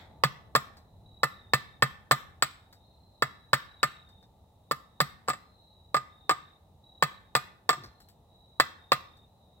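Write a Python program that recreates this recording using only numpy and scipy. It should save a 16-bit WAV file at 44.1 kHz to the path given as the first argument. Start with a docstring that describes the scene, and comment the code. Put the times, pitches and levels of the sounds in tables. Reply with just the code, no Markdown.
"""At the edge of a wood, trees still answer an earlier chop over a traffic hum and a vehicle fading out.
Six crickets trill: runs of short falling tones, smeared together by distance.
Then a man shapes a dry hardwood stick with a hatchet, in short runs of chops: noise bursts knock the wood,
decaying sines ring stick and steel, dense snaps tear splinters, and scattered echoes answer from the trees.
The blade snags, chips drop in the leaves, and late on a swing ends against the leg with a sinking thud."""
import sys
import numpy as np
from scipy import signal
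from scipy.fft import rfft, irfft
from scipy.io import wavfile

SR = 44100
rng = np.random.default_rng(int(sys.argv[2]) if len(sys.argv) > 2 else 0)


def wav_out(sig):
    """Save sig, one row per channel (or a flat mono array), as 16-bit PCM at SR to the path in sys.argv[1]."""
    wavfile.write(sys.argv[1], SR, np.round(np.clip(np.atleast_2d(sig).T, -1, 1) * 32767).astype(np.int16))


N = 423360

# colour of the wood's dense, dying modes: f/Hz, gain/dB
WOOD_COLOUR = [(60, -3), (180, 9), (300, 8), (550, 12), (800, 13), (1200, 15), (2100, 17), (2850, 1),
               (3400, 11.5), (4600, 8.5), (6100, -7), (7800, 7.5), (9000, -14), (16000, -1)]
# colour of the answer from the trees: f/Hz, gain/dB
TREE_COLOUR = [(100, -28), (200, -16.5), (450, -28), (900, -26), (1250, -21), (1800, -20.5), (2800, -19),
               (3700, -14.5), (4600, -23), (6000, -16.5), (7700, -26), (12000, -20)]


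def amp(db):
    """Decibels to linear gain."""
    return 10 ** (np.asarray(db) / 20)


def evened(x):
    """Bring a sound to rms 1."""
    return x / np.sqrt(np.mean(x ** 2) + 1e-20)


def read(points, hz):
    """A curve's value, interpolated on a log-frequency axis."""
    f, value = np.transpose(points)
    return np.interp(np.log(hz + 1), np.log(f + 1), value)


def add(mix, s, sound):
    """Lay a sound into the mix at s seconds, cut at the end."""
    part = mix[..., max(round(s * SR), 0):][..., :sound.shape[-1]]
    part += sound[..., :part.shape[-1]]


def colour(x, points, size=4096):
    """Causal (minimum-phase) filter with the given gains."""
    log_gain = np.log(amp(read(points, abs(np.fft.fftfreq(size, 1 / SR)))))
    spectrum = np.exp(np.conj(signal.hilbert(log_gain)))
    taps = np.fft.ifft(spectrum).real[:size // 2]
    return np.apply_along_axis(lambda row: signal.oaconvolve(row, taps)[:len(row)], -1, x)


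def drift(rate, size):
    """Slow random wander of rms 1, made of noise rolled off around rate Hz."""
    rolloff = np.exp(-(np.fft.rfftfreq(size, 1 / SR) / rate) ** 2)
    return evened(irfft(rfft(rng.standard_normal(size)) * rolloff, size))


def dying(t, t60):
    """Exponential decay that falls 60 dB in t60 seconds."""
    return np.exp(-np.log(1000) * t / t60)


def crackle(envelope, per_s, spread_db):
    """Separate tiny snaps of uneven size under an envelope, energy 1."""
    size = len(envelope)
    happens = rng.random(size) < per_s / SR
    sign = rng.choice([-1, 1], size)
    strength = amp(spread_db * np.minimum(rng.exponential(1, size), 4))
    return evened(happens * sign * strength * envelope) / np.sqrt(size)


def partly_shared(draw, apart):
    """A long stick radiates a little differently toward each microphone."""
    left, other, apart = draw(), draw(), np.clip(apart, 0, 1)
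    return np.array([left, np.sqrt(1 - apart ** 2) * left + apart * other])


def echoes(build):
    """Scattered echoes from trunks and leaves, one train per microphone, each band dying at its own speed."""
    # decay of the echoes: f/Hz, t60/s
    tree_decay = [(150, 0.75), (1200, 0.49), (2000, 0.49), (4000, 0.44), (7500, 0.35), (14000, .3)]
    taps = rng.standard_normal((2, SR)) * (rng.random((2, SR)) < 5000 / SR)  # 5000 echoes per s
    taps *= 1 - np.exp(-(np.arange(SR) / SR / build) ** 2)
    hz, t, bands = signal.stft(taps, SR, nperseg=256)
    fade = dying(t, read(tree_decay, hz)[:, None])
    fade_energy = np.linalg.norm(fade, axis=1, keepdims=True)
    tails = signal.istft(bands * fade / fade_energy, SR, nperseg=256)[1]
    return tails / np.linalg.norm(tails, axis=1, keepdims=True)


def earlier_chop(level_db=-2, ago=0.078):
    """The trees are still answering a chop struck just before the scene opens."""
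    out = np.zeros((2, N))
    answer = colour(colour(echoes(.022), TREE_COLOUR), WOOD_COLOUR)
    add(out, 0, amp(level_db) * answer[:, int(ago * SR):])
    return out


def background(apart=.3, waver_db=1.0, rumble_gain_db=2, roar_gain_db=-0.78, swell_db=0.53):
    """Traffic rumble and tyre roar ebb slowly, with a wavering hum and a thin hiss of far insects."""
    # colour of distant traffic: f/Hz, gain/dB
    traffic_colour = [(12, -47), (20, -9), (87, 3), (135, -5), (192, -7), (281, -14), (464, -13.5),
                      (610, -10.5), (871, -9), (1100, -23), (1220, -22), (1500, -36.5), (2060, -34.5),
                      (2190, -48), (3000, -48), (3900, -64.5), (6600, -120)]
    # steady tones in the traffic: f/Hz, level before the waver/dB
    hum_tones = [(188, -79.5), (468, -83.5)]
    # colour of far insects and hiss: f/Hz, gain/dB
    air_colour = [(1500, -10), (2600, 2.5), (3300, 3.5), (3850, 17), (4300, 3), (5000, 0.5), (16000, 0.5)]
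    # a vehicle is just leaving, tyres fading before engine: extra level at first/dB, fade time/s
    leaving_rumble = (5.5, 2.2)
    leaving_roar = (8.3, .8)
    traffic_db, air_db = -62.5, -76
    t = np.arange(N) / SR

    mid, side = (amp(traffic_db) * evened(colour(rng.standard_normal(N), traffic_colour)) for _ in range(2))
    side = colour(side, [(100, -7), (400, -0.5), (1200, 6.5)])
    traffic = np.array([mid + apart * side, mid - apart * side])
    rumble = signal.sosfiltfilt(signal.butter(2, 300, fs=SR, output="sos"), traffic)
    roar = traffic - rumble
    rumble_db = rumble_gain_db + leaving_rumble[0] * np.exp(-(t / leaving_rumble[1]) ** 2)
    roar_db = roar_gain_db + leaving_roar[0] * np.exp(-t / leaving_roar[1])
    rumble = rumble * amp(rumble_db + waver_db * drift(6.8, N))
    roar = roar * amp(roar_db + swell_db * drift(3.2, N))

    hum = np.zeros(N)
    for hz, db in hum_tones:
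        level = amp(db + drift(2, N)) * np.sqrt(2)
        wavering_hz = hz * (1 + 0.0065 * drift(16, N))
        hum += level * np.sin(2 * np.pi * np.cumsum(wavering_hz) / SR)
    air = np.array([evened(colour(rng.standard_normal(N), air_colour)) for _ in range(2)])
    return rumble + roar + hum + amp(air_db) * air


def trill(hz, rate, length, smear, sweep=.042, haze=0.3, uneven_db=0.34):
    """Each wing stroke is a short tone that falls in pitch; distance smears the strokes together."""
    edge_s = 0.22  # swell and fade of a fully smeared trill; near ones start almost at once
    t = np.arange(int(length * SR)) / SR
    smear, stroke = np.clip(smear, 0, 1), t * rate % 1
    phase = 2 * np.pi * np.cumsum(hz * (1 + sweep * (.5 - stroke))) / SR
    pulse = np.sin(np.pi * stroke) ** 4 * amp(uneven_db * drift(20, len(t)))
    carrier = 2 * np.pi * hz * t
    scatter = np.array([drift(120, len(t)) * np.cos(carrier) + drift(100, len(t)) * np.sin(carrier)
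                        for _ in range(2)])
    edges = np.minimum(np.minimum(t, length - t) / (edge_s * smear ** 3 + 1e-4), 1)
    direct = (1 - smear) * pulse * np.sin(phase)
    smeared = smear ** 2 * 2 * scatter * (haze + 0.064 * pulse)
    return edges * (direct + smeared)


def crickets():
    """Six crickets repeat their trills, each at its own pitch and distance."""
    # one row a cricket: f/Hz, level before smearing/dB, pulse rate/Hz, trill length/s,
    # smear by distance (0-1), starts of its trills t/s
    singers = [(3880, -50, 35.7, .38, .46, (1.049, 3.675, 6.828)),
               (3700, -53.5, 37, 0.506, .52, (1.296, 3.767, 6.09, 8.775)),
               (4110, -61, 33, .41, .56, (2.81, 5.36, 7.7)), (3890, -59, 24, 0.47, .76, (3.1, 5.5, 8.26)),
               (3770, -62, 29, .46, 0.63, (2.55, 4.62, 7.03, 9.38)),
               (3980, -68.5, 36, .48, 0.6, (.03, .7, 3.22, 6.15, 9.23))]
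    out = np.zeros((2, N))
    for hz, db, rate, length, smear, starts in singers:
        for s in starts:
            add(out, s, amp(db) * trill(hz, rate, length, smear))
    return out


def ports(pair):
    """The right microphone hears the sound shaded, with a phase lag that varies with frequency."""
    # shading of the right microphone: f/Hz, gain/dB
    shade = [(150, -0.5), (400, -3.5), (800, -3.5), (1400, -3), (3500, 0.5), (5300, 0.5), (6500, -18),
             (7800, -12.5), (16000, -17.5)]
    # right behind left: f/Hz, phase lag/rad
    phase_lag = [(0, -0.5), (500, 0.08), (1200, 1.84), (2500, 1.33), (5000, 1.89), (8000, 3.9),
                 (16000, 2.5)]
    lag = np.interp(np.fft.rfftfreq(N, 1 / SR), *np.transpose(phase_lag))
    right = irfft(rfft(colour(pair[1], shade)) * np.exp(-1j * lag), N)
    return np.array([pair[0], right])


def follow(law, force_db, glance):
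    """Level of one part of a chop, from the force of the blow and how far it slides."""
    plain_db, per_db, sliding_db = law
    return plain_db + per_db * force_db + sliding_db * glance


def stick_ring(t, thump_db, main_db, upper_db, glance, detune=0.0049, scatter_db=2.0,
               right_lag=.00008, bend_s=.005):
    """The stick's modes; grip and point of impact shift them a little, and the slow bending wave comes late."""
    # modes of the stick: f/Hz, t60/s, left level/dB, right level/dB, extra in a full slide/dB
    stick_modes = [(132.9, 0.083, -21, -20, 0), (144.8, 0.063, -20.5, -17.5, -0.5),
                   (185, 0.083, -40, -38.5, 10.5), (230, 0.11, -38.5, -42.5, -1.5),
                   (580, 0.036, -26.5, -24.5, 0.5), (726, .07, -38, -47.5, 19),
                   (1145, 0.024, -11, -12.5, 1.5), (1215.4, 0.088, -25, -20, 9.5),
                   (1264, 0.074, -27, -20, -5), (1383, 0.028, -16.5, -13, -5),
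                   (1560, 0.028, -30, -26.5, -7.5), (1723, .05, -23, -19, -3.5),
                   (1795, 0.06, -22.5, -17.5, -5), (1997, 0.13, -36.5, -35, -2),
                   (2652, 0.096, -39.5, -37, 5.5), (3200, 0.045, -37, -35, -1),
                   (4750, 0.046, -35, -42.5, -3), (5295, .02, -29.5, -33.5, 3)]
    hz, t60, left_db, right_db, glance_db = np.transpose(stick_modes)
    pitch, size = rng.standard_normal((2, len(hz)))
    drive_db = np.interp(hz, [200, 500, 1400, 1700], [thump_db, main_db, main_db, upper_db])
    opposite = (-1) ** np.arange(len(hz))  # neighbouring modes start in opposite phase
    drive = opposite * amp(drive_db + glance * glance_db + scatter_db * size)
    mode_hz = (hz * (1 + detune * pitch))[:, None]
    bending = (hz < 200)[:, None]
    ears = []
    for ear_db, lag in ((left_db, 0), (right_db, right_lag)):
        age = np.maximum(t - lag - bend_s * bending, 0)
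        waves = np.sin(2 * np.pi * mode_hz * age) * dying(age, t60[:, None])
        ears.append((drive * amp(ear_db)) @ waves)
    return np.array(ears)


def impact(t, knock_db, crack_db, crunch_t60, sharp, bite=.65, wood_t60=0.077):
    """A sharp push with a short crunch as the edge sinks in, then the dense modes of the wood."""
    # colour of the blow: f/Hz, gain/dB
    blow_colour = [(60, -22.5), (200, 0), (400, 16), (560, 18), (720, 8.5), (1100, 21), (1500, 16.5),
                   (2200, 5), (2900, 6.5), (3600, 2.5), (4700, 11.5), (6200, -4), (9000, -17),
                   (16000, -7.5)]
    push = bite * partly_shared(lambda: crackle(dying(t, crunch_t60), per_s=8300, spread_db=0.5), apart=0.95)
    push = signal.sosfilt(signal.butter(2, 1500, "high", fs=SR, output="sos"), push)
    push[:, 0] += sharp  # a single click at the moment of contact
    wood = partly_shared(lambda: evened(rng.standard_normal(len(t)) * dying(t, wood_t60)), apart=.65)
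    wood = wood / np.sqrt(len(t))
    blow = colour(push, blow_colour) + colour(wood, WOOD_COLOUR)
    return colour(blow, [(900, knock_db), (3000, crack_db)])


def steel_ring(t, glance, grip, free=0.43, damped=.3, scatter_db=2.0, detune=0.005, clamp=0.022):
    """The head rings longer when it slides off; gripped by the wood (0-1) it is damped and a little sharp."""
    # modes of the hatchet head: f/Hz, free t60 in a square blow/s, level/dB
    head_modes = [(7590, .06, -34), (7700, 0.048, -27), (7940, .035, -33), (8080, 0.027, -38)]
    ring = np.zeros(len(t))
    for hz, t60, db in head_modes:
        level = amp(db + scatter_db * rng.standard_normal())
        mode_hz = hz * (1 + clamp * grip + detune * rng.standard_normal())
        decay = dying(t, t60 * (1 + free * glance) / (1 + damped * grip))
        ring += level * np.sin(2 * np.pi * mode_hz * t) * decay
    return ring


def splinter(t, gives, tear_t60=0.042, snap_t60=0.0031, snap=2.3, first=0.53, last=.7):
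    """Fibres tear under rising strain, give with a snap, and die away."""
    after = np.maximum(t - gives, 0)
    rising = first + (last - first) * t / gives
    release = dying(after, tear_t60) + snap * dying(after, snap_t60)
    strain = np.where(t < gives, rising, release)
    return partly_shared(lambda: crackle(strain, per_s=7000, spread_db=-0.5), apart=0.87)


def hatchet(steel_db=-2.0, grip_from_db=-5, grip_range_db=7.0, snag_ring_db=-3,
            snag_thump_db=-16, snag_crack_db=-4.0, snag_steel_db=2.0):
    """All chops, snags and falling chips, as they reach the two microphones."""
    # one row a chop: t/s, force/dB, glance (0 square bite - 1 sliding blow), crack/dB,
    # bending thump/dB, steel ring/dB, splinter/dB; levels are relative
    chop_rows = [(.237, -0.5, 0.33, 0, 4, -10, -5.5), (.5518, 0.5, 0.38, -3.5, 0, -7, 2.5),
                 (1.233, 0.5, 0.079, -7, -4, 2, -1), (1.5355, 2.5, 0.33, -.5, -6, 2.5, -.5),
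                 (1.8235, 1.5, 0.19, -2, 3, 6.5, -1.5), (2.1117, 1, 0.028, 0, 0, 7, 5),
                 (2.424, -2.5, 0.22, 0, -13, 13.5, -0.5), (3.223, -1, 0, -7, -5.5, 1, -6),
                 (3.5322, 1, 0, .5, -4.5, 4, 0.5), (3.8308, -0.5, 0.3, -3, -5, 6.5, -3.5),
                 (4.7119, -5.5, .1, -13, -9, -8.5, -2), (5.0037, -2, 0.54, -2.5, 1.5, 3, 3.5),
                 (5.2844, -7, .7, -16, -8.5, 1, -3.5), (5.9444, -2.5, .75, -10.5, -8.5, -3, -10.5),
                 (6.2945, -2, 1, -4.5, -12, 1, -10.5), (7.025, 0, 0.45, -1.5, -3, 6.5, -0.5),
                 (7.352, -1, 0.93, -0.5, -8, 6.5, 1), (7.6921, .5, 0.85, 0.5, -16.5, 4.5, -3.5),
                 (8.5997, 1, .25, 2.5, -10.5, 4, -1), (8.9195, 1.5, 0.68, 0, -7, -3.5, -2.5)]
    # the blade catches again, or a split runs on: t/s, strength/dB
    snag_rows = [(0.559, -4.5), (2.1191, -3), (5.278, -20.5), (5.3008, -7.5), (5.3333, -18), (5.9666, -8.5),
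                 (6.31, -5), (7.3709, -16), (7.7051, -8.5), (7.7295, -13)]
    # chips land in the leaves: t/s, rustle/dB, woody tap/dB
    chip_rows = [(.769, -31, -17.5), (2.727, -27, -17.5), (4.087, -39, -25), (4.227, -42, -24),
                 (7.837, -29, -6), (8.002, -26, -21), (8.085, -25, -25.5), (9.17, -39.5, -27)]
    # how parts of a chop follow the blow: plain square chop/dB, slope with force (dB per dB),
    # extra in a full slide/dB
    knock_law = (-0.69, 0.9, 1)
    main_law = (0, .6, -.8)
    upper_law = (1.8, 1.5, -1.8)
    # colour of tearing fibres: f/Hz, gain/dB
    fibre_colour = [(300, -12), (2000, -14), (4500, 3), (6200, -11), (7900, 6.5), (9200, -12), (11000, 1),
                    (13500, -0.5), (16000, -2.5)]
    # colour of a chip's tap: f/Hz, gain/dB
    tap_colour = [(400, -3), (1900, -3.5), (3000, -29), (4300, -1), (9000, -24)]
    bite_t60, scrape_t60 = .011, .03  # s, crunch of a clean bite and of a scraping snag
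    gives_s, slide_s = .008, .006  # a splinter gives this long after a square bite, later in a slide
    deeper_s_per_db = .0002  # a harder blow sinks in for longer
    chip_settle_s = 0.02

    t = np.arange(SR // 4) / SR
    ring, blows, fibres = np.zeros((3, 2, N))
    for s, force, glance, crack, thump, steel, tear in chop_rows:
        knock, main, upper = (follow(law, force, glance) for law in (knock_law, main_law, upper_law))
        grip = np.clip((tear - grip_from_db) / grip_range_db, 0, 1)  # a big splinter wedges the blade
        gives = max(gives_s + slide_s * glance + deeper_s_per_db * force, 1e-3)
        add(ring, s, stick_ring(t, thump, main, upper, glance))
        add(blows, s, impact(t, knock, crack, bite_t60, sharp=0.91))
        add(blows, s, amp(steel + steel_db) * steel_ring(t, glance, grip))
        add(fibres, s, amp(tear) * splinter(t, gives))
    for s, db in snag_rows:
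        add(ring, s, amp(db + snag_ring_db) * stick_ring(t, snag_thump_db, 0, 0, 0.88))
        add(blows, s, amp(db) * impact(t, 0, snag_crack_db, scrape_t60, sharp=0.18))
        add(blows, s, amp(db + snag_steel_db) * steel_ring(t, 0.98, 0))
    settle = np.exp(-t / chip_settle_s)
    for s, rustle_db, tap_db in chip_rows:
        add(fibres, s, amp(rustle_db) * crackle(settle, per_s=1500, spread_db=0.0))
        tap = colour(crackle(settle, per_s=930, spread_db=1.0), tap_colour)
        add(blows, s, amp(tap_db) * tap)
    return ring + ports(blows + colour(fibres, fibre_colour))


def trees(x, build=0.019, ground_db=-17, ground_s=.0065):
    """A ground bounce, then scattered tree echoes, blended between two patterns so no tone stands out."""
    source = colour(x[0] + 0.36 * x[1], TREE_COLOUR)
    turn = 2 * np.pi * np.arange(N) / SR * .7  # blends two echo patterns at 0.7 Hz
    wet = np.zeros((2, N))
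    for share in (np.cos(turn), np.sin(turn)):
        wet += signal.oaconvolve((source * share)[None], echoes(build), axes=1)[:, :N]
    wet[1] = colour(wet[1], [(500, -2.0), (1500, 0.5), (5000, 2), (7500, -3.0), (14000, -6.5)])
    add(wet, ground_s, amp(ground_db) * x)
    return wet


def thud(level_db=-52, start_hz=155, end_hz=80, scuff_db=-56, scuff_t60=0.81):
    """The swing ends against the leg: a soft rumble that sinks in pitch, with a rough scuff of cloth."""
    # start t/s, length/s
    thud_time = (7.765, .135)
    s, length = thud_time
    hz = np.geomspace(start_hz, end_hz, int(length * SR))
    t, phase = np.arange(len(hz)) / SR, 2 * np.pi * np.cumsum(hz) / SR
    body = np.sin(phase) * drift(30, len(hz)) + np.cos(phase) * drift(30, len(hz))
    cloth = [(100, -13), (320, 3), (600, -10), (1500, -32), (6000, -60)]
    scuff = evened(colour(rng.standard_normal(len(t)), cloth)) * dying(t, scuff_t60)
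    soft_edges = signal.windows.tukey(len(t), .15)
    out = np.zeros(N)
    add(out, s, (amp(level_db) * body + amp(scuff_db) * scuff) * soft_edges)
    return out


def scene():
    """The chops and their answer from the trees, over crickets and traffic."""
    chops = hatchet()
    return earlier_chop() + background() + crickets() + chops + trees(chops) + thud()


def record(dry, bass_hz=42):
    """The microphones shed deep bass; the loudest peaks are rounded off; then the band limit."""
    lean = signal.sosfilt(signal.butter(2, bass_hz, "high", fs=SR, output="sos"), dry)
    rounded = lean / (1 + lean ** 4) ** .25
    band_limit = signal.firwin(301, 16050, window=("kaiser", 8), fs=SR)
    return signal.oaconvolve(rounded, band_limit[None], "same")


dry = scene()
out = record(dry)
wav_out(out)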